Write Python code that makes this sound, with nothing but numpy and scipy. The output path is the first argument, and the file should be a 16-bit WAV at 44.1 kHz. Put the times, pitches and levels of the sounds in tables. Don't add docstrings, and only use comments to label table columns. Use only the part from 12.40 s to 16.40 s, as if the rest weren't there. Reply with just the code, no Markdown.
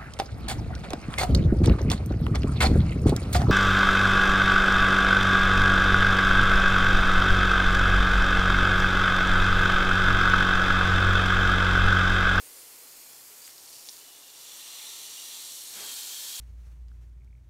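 import sys
import numpy as np
from scipy import signal
from scipy.fft import rfft, irfft
from scipy.io import wavfile

SR = 44100
rng = np.random.default_rng(int(sys.argv[2]) if len(sys.argv) > 2 else 0)


def dump_mix(stems):
    frames = np.atleast_2d(stems).T
    limited = np.clip(frames, -1, 1)
    pcm = np.round(limited * 32767).astype(np.int16)
    wavfile.write(sys.argv[1], SR, pcm)


N = 176400
TIME = np.arange(N) / SR


def fizz(level, colour, **pop_settings):
    patch_db, patch_hz, patch_s = 0.85, 263, 0.21
    flutter_db, flutter_s = 0.64, 0.005
    spectrum = signal.stft(pops(**pop_settings), nperseg=1024)[2]
    bin_hz, frame_s = SR / 1024, 512 / SR
    patches = smoothed(rng.standard_normal(spectrum.shape), patch_hz / bin_hz)
    patches = smoothed(patches, patch_s / frame_s, axis=1)
    cloud = signal.istft(spectrum * amp(patch_db * patches))[1][:N]
    flutter = flutter_db * smoothed(rng.standard_normal(N), flutter_s * SR)
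    level_db = np.interp(TIME, *np.transpose(level))
    return coloured(echoed(cloud), colour) * amp(level_db + flutter)


def held_bomb():
    # (time [s], level [dB])
    wetting_level = [(0, -80), (.9, -76), (1.01, -66), (1.05, -52.5), (1.11, -54.5), (1.27, -52.5),
                     (1.35, -47.5), (1.39, -50.5), (1.53, -49.5), (1.62, -56.5), (1.9, -59), (4, -86)]
    held_level = [(0, -90), (1.4, -65), (1.65, -55), (1.92, -53), (2.03, -47), (2.2, -45.5), (2.38, -43.5),
                  (2.8, -42.5), (3.02, -42), (3.16, -45.5), (3.3, -54), (4, -70)]
    # (pitch [Hz], level [dB])
    wetting_colour = [(1500, -27), (2850, -8.5), (3130, -10), (3400, -5.5), (4450, -1), (5000, -3.5),
                      (5600, 3), (6250, -2.5), (6900, -1), (7900, -6), (9000, -0.5), (10500, -8),
                      (15700, -15)]
    held_colour = [(600, -33), (1600, -34), (2500, -20), (2900, -6.5), (3120, -8.5), (3350, -1), (3800, 0),
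                   (4100, 1.5), (4550, -3), (5020, -6.5), (5450, -4.5), (5750, 1.7), (6150, -4),
                   (6380, -1.7), (6700, -4), (7350, -.5), (7750, -5), (8300, -3), (9700, -6), (10500, -8.5),
                   (13600, -9), (15700, -17)]
    wetting = fizz(wetting_level, wetting_colour, per_s=6000, spread_db=4)
    return wetting + fizz(held_level, held_colour)


def finger_gap():
    # (time [s], level [dB])
    wide_level = [(0, -100), (1.9, -66), (2.15, -56), (2.45, -52), (2.65, -55.5), (2.92, -54),
                  (3.06, -54.5), (3.14, -62), (3.26, -60), (4, -87)]
    narrow_level = [(0, -110), (2.9, -60), (3.15, -44), (3.28, -43), (3.5, -55), (4, -77)]
    # (pitch [Hz], level [dB])
    wide_colour = [(300, -31), (600, -19.5), (900, -6.5), (1250, -8.5), (1620, -16.5), (1820, -6),
                   (1990, -8), (2120, -6.5), (2400, -4), (2550, -7.5), (2850, 1), (3150, -3), (4500, -21),
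                   (15000, -59)]
    narrow_colour = [(1000, -35), (2500, -19), (3130, -11), (3450, -4), (4300, 2.5), (4950, -8),
                     (5620, 2.5), (6100, -1), (8400, 1), (9500, -2.5), (13600, -5.5), (15700, -15)]
    return fizz(wide_level, wide_colour) + fizz(narrow_level, narrow_colour)


def free_bomb():
    # (time [s], level [dB])
    level = [(0, -100), (3.1, -70), (3.29, -52), (3.35, -42), (3.46, -40), (3.55, -38.5), (3.75, -39),
             (4, -38)]
    # (pitch [Hz], level [dB])
    colour = [(300, -43), (850, -15), (1200, -18.5), (1550, -14), (1760, -10.5), (2000, -18), (2370, -8),
              (2540, -11), (2950, -5.5), (3200, 1), (3500, -2), (3700, -0.5), (4400, -0.5), (4850, -5),
              (5400, -3), (5680, -2), (5950, -2.5), (6750, -1.5), (7500, -0.5), (7800, -2), (8500, -3),
              (10900, -7), (12800, -5.5), (14000, -7.5), (15700, -13.5)]
    return fizz(level, colour)


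def crumbs():
    # (time [s], level [dB])
    level = [(0, -48), (.4, -48.5), (.73, -49), (.8, -49), (1.05, -48), (1.15, -51.5), (1.5, -50),
             (1.75, -53.5), (2.1, -53), (4, -48.5)]
    # (pitch [Hz], level [dB])
    colour = [(600, -18), (1300, -10.5), (2200, -5.5), (2900, -5.5), (3950, -8), (4300, -1.5), (5400, -3.5),
              (6100, -3), (7500, 0.5), (8700, -1), (9700, 0), (10500, -2), (12000, -0.5), (13000, 1),
              (14300, -2), (15700, -6)]
    return fizz(level, colour)


def ticks():
    # (time [s], level [dB], pitch [Hz], ring time [s])
    bursts = [(1.044, -40, 4800, .01), (1.051, -44, 4700, .012), (1.057, -41, 4700, 0.0075),
              (1.066, -42, 6600, .01), (1.488, -24.5, 4150, .0016), (1.493, -26.5, 5450, 0.0046),
              (1.4975, -39, 5600, .007)]
    # (time [s], level [dB], pitch [Hz])
    snaps = [(1.0187, -38, 8000), (1.0776, -36, 2620), (1.0796, -34, 7600), (1.0895, -45, 3000),
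             (1.181, -35.5, 4830), (1.489, -37, 3450)]
    rise_s, glide_per_s, snap_s = 0.0005, 14, 0.00017
    overtone_ratio, overtone_db = 1.64, -6.5
    out, t = np.zeros(N), np.arange(SR // 20) / SR
    for start, db, hz, ring_s in bursts:
        phase = 2 * np.pi * hz * (t + glide_per_s * np.minimum(t, ring_s) ** 2 / 2)
        tone = np.sin(phase) + amp(overtone_db) * np.sin(overtone_ratio * phase)
        fade = amp(-60 * np.maximum(t - rise_s, 0) / ring_s)
        add(out, start, amp(db) * np.minimum(t / rise_s, 1) * fade * tone)
    for start, db, hz in snaps:
        pulse = t / snap_s * np.exp(1 - t / snap_s)
        add(out, start, amp(db) * pulse * np.sin(2 * np.pi * hz * t))
    return echoed(out, fade_s=0.046, echo_db=-9.5, samples=len(t))


def singing():
    # (start [s], end [s], pitch [Hz], level [dB])
    notes = [(-.3, .5, 9600, -58.5), (.1, 1.05, 4290, -66), (.42, 0.79, 6700, -60), (.52, .82, 2410, -71),
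             (.62, .88, 11000, -60), (.8, 0.83, 6500, -67), (1, 1.1, 4700, -55.5), (1.17, 1.8, 7170, -65),
             (1.58, 1.68, 3000, -62), (1.65, 1.774, 2920, -59), (1.775, 1.98, 2860, -66),
             (3.016, 3.32, 3020, -59.5), (3.326, 3.62, 3240, -50), (3.68, 3.822, 3215, -54.5),
             (2.763, 2.86, 2850, -53), (-.3, .5, 2030, -71)]
    out = np.zeros(N)
    for start, end, hz, db in notes:
        swell = np.sin(np.pi * np.clip((TIME - start) / (end - start), 0, 1))
        out += amp(db) * swell * ringing(pops(), hz, width_hz=hz / 17)
    return out


def rush():
    # (pitch [Hz], level [dB])
    colour = [(25, -23), (65, -9), (110, -9), (190, -4), (330, -2), (700, 2), (1500, 2), (2500, 1),
              (5000, -14), (15000, -44)]
    # (middle [s], length [s], pitch [Hz], level [dB])
    gulps = [(3.387, .12, 211.6, -60), (3.412, 0.17, 66, -72), (3.439, 0.14, 418, -59),
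             (3.531, .12, 272, -67)]
    peak_s, rise_s, fall_s, peak_db = 3.4, 0.044, 0.08, -50
    since = TIME - peak_s
    swell = 1 / np.cosh(since / np.where(since < 0, rise_s, fall_s))
    out = amp(peak_db) * swell * coloured(pops(per_s=5000, spread_db=1.4), colour)
    for middle, length, hz, db in gulps:
        t = np.arange(0, length, 1 / SR)
        add(out, middle - length / 2, amp(db) * np.hanning(len(t)) * np.sin(2 * np.pi * hz * t))
    return out


def room():
    # (pitch [Hz], level [dB])
    colour = [(20, -7), (35, -20), (60, -16), (110, -5), (190, -5), (270, -2), (480, -0.5), (650, 1),
              (1100, -0.5), (2000, -7.5), (5000, -6), (15000, -15)]
    # (pitch [Hz], width [Hz], level [dB])
    hums = [(276, 32, -78.5), (341, 15, -79), (414.7, 19, -80), (496, 9.6, -81.5)]
    hush_db, drone_db, drone_end_s = -59.5, -69, 0.65
    hush = amp(hush_db) * coloured(echoed(rng.standard_normal(N)), colour)
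    hum = sum(amp(db) * ringing(rng.standard_normal(N), hz, width) for hz, width, db in hums)
    drone = ringing(rng.standard_normal(N), centre_hz=480, width_hz=130)
    fade = np.clip(1 - (TIME / drone_end_s) ** 4, 0, 1)
    return hush + hum + amp(drone_db) * fade * drone


def pops(per_s=30000, spread_db=2.5):
    size = amp(spread_db * np.minimum(rng.exponential(1, N), 5))
    return size * rng.choice([-1, 1], N) * (rng.random(N) < per_s / SR)


def echoed(x, fade_s=0.1, echo_db=-13, samples=SR // 8):
    t = np.arange(samples) / SR
    echo = rng.standard_normal(samples) * amp(-60 * t / fade_s)
    return x + amp(echo_db) * signal.fftconvolve(x, echo / np.linalg.norm(echo))[:N]


def ringing(x, centre_hz, width_hz):
    hz = np.fft.rfftfreq(N, 1 / SR)
    return evened(irfft(rfft(x) / (1 + (2 * (hz - centre_hz) / width_hz) ** 2), N))


def coloured(x, colour):
    hz, db = np.transpose(colour)
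    gain = amp(np.interp(np.log(np.fft.rfftfreq(N, 1 / SR) + 1), np.log(hz), db))
    return evened(irfft(rfft(x) * gain, N))


def smoothed(x, width, axis=0):
    bell = np.exp(-2 * (np.fft.rfftfreq(x.shape[axis]) * width) ** 2)
    blurred = irfft(rfft(x.swapaxes(axis, -1)) * bell, x.shape[axis])
    return evened(blurred.swapaxes(axis, -1))


def evened(x):
    return x / np.sqrt(np.mean(x ** 2) + 1e-20)


def amp(db):
    return 10 ** (np.asarray(db) / 20)


def add(mix, start_s, sound):
    part = mix[round(start_s * SR):][:len(sound)]
    part += sound[:len(part)]


def scene():
    fizzing = crumbs() + held_bomb() + finger_gap() + free_bomb()
    mono = fizzing + singing() + rush() + ticks() + room()
    return np.array([mono, mono])


def record(dry):
    edge_hz = 15750
    low_pass = signal.firwin(511, edge_hz, window=("kaiser", 9), fs=SR)
    return signal.oaconvolve(dry, low_pass[None], "same")


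dry = scene()
out = record(dry)
dump_mix(out)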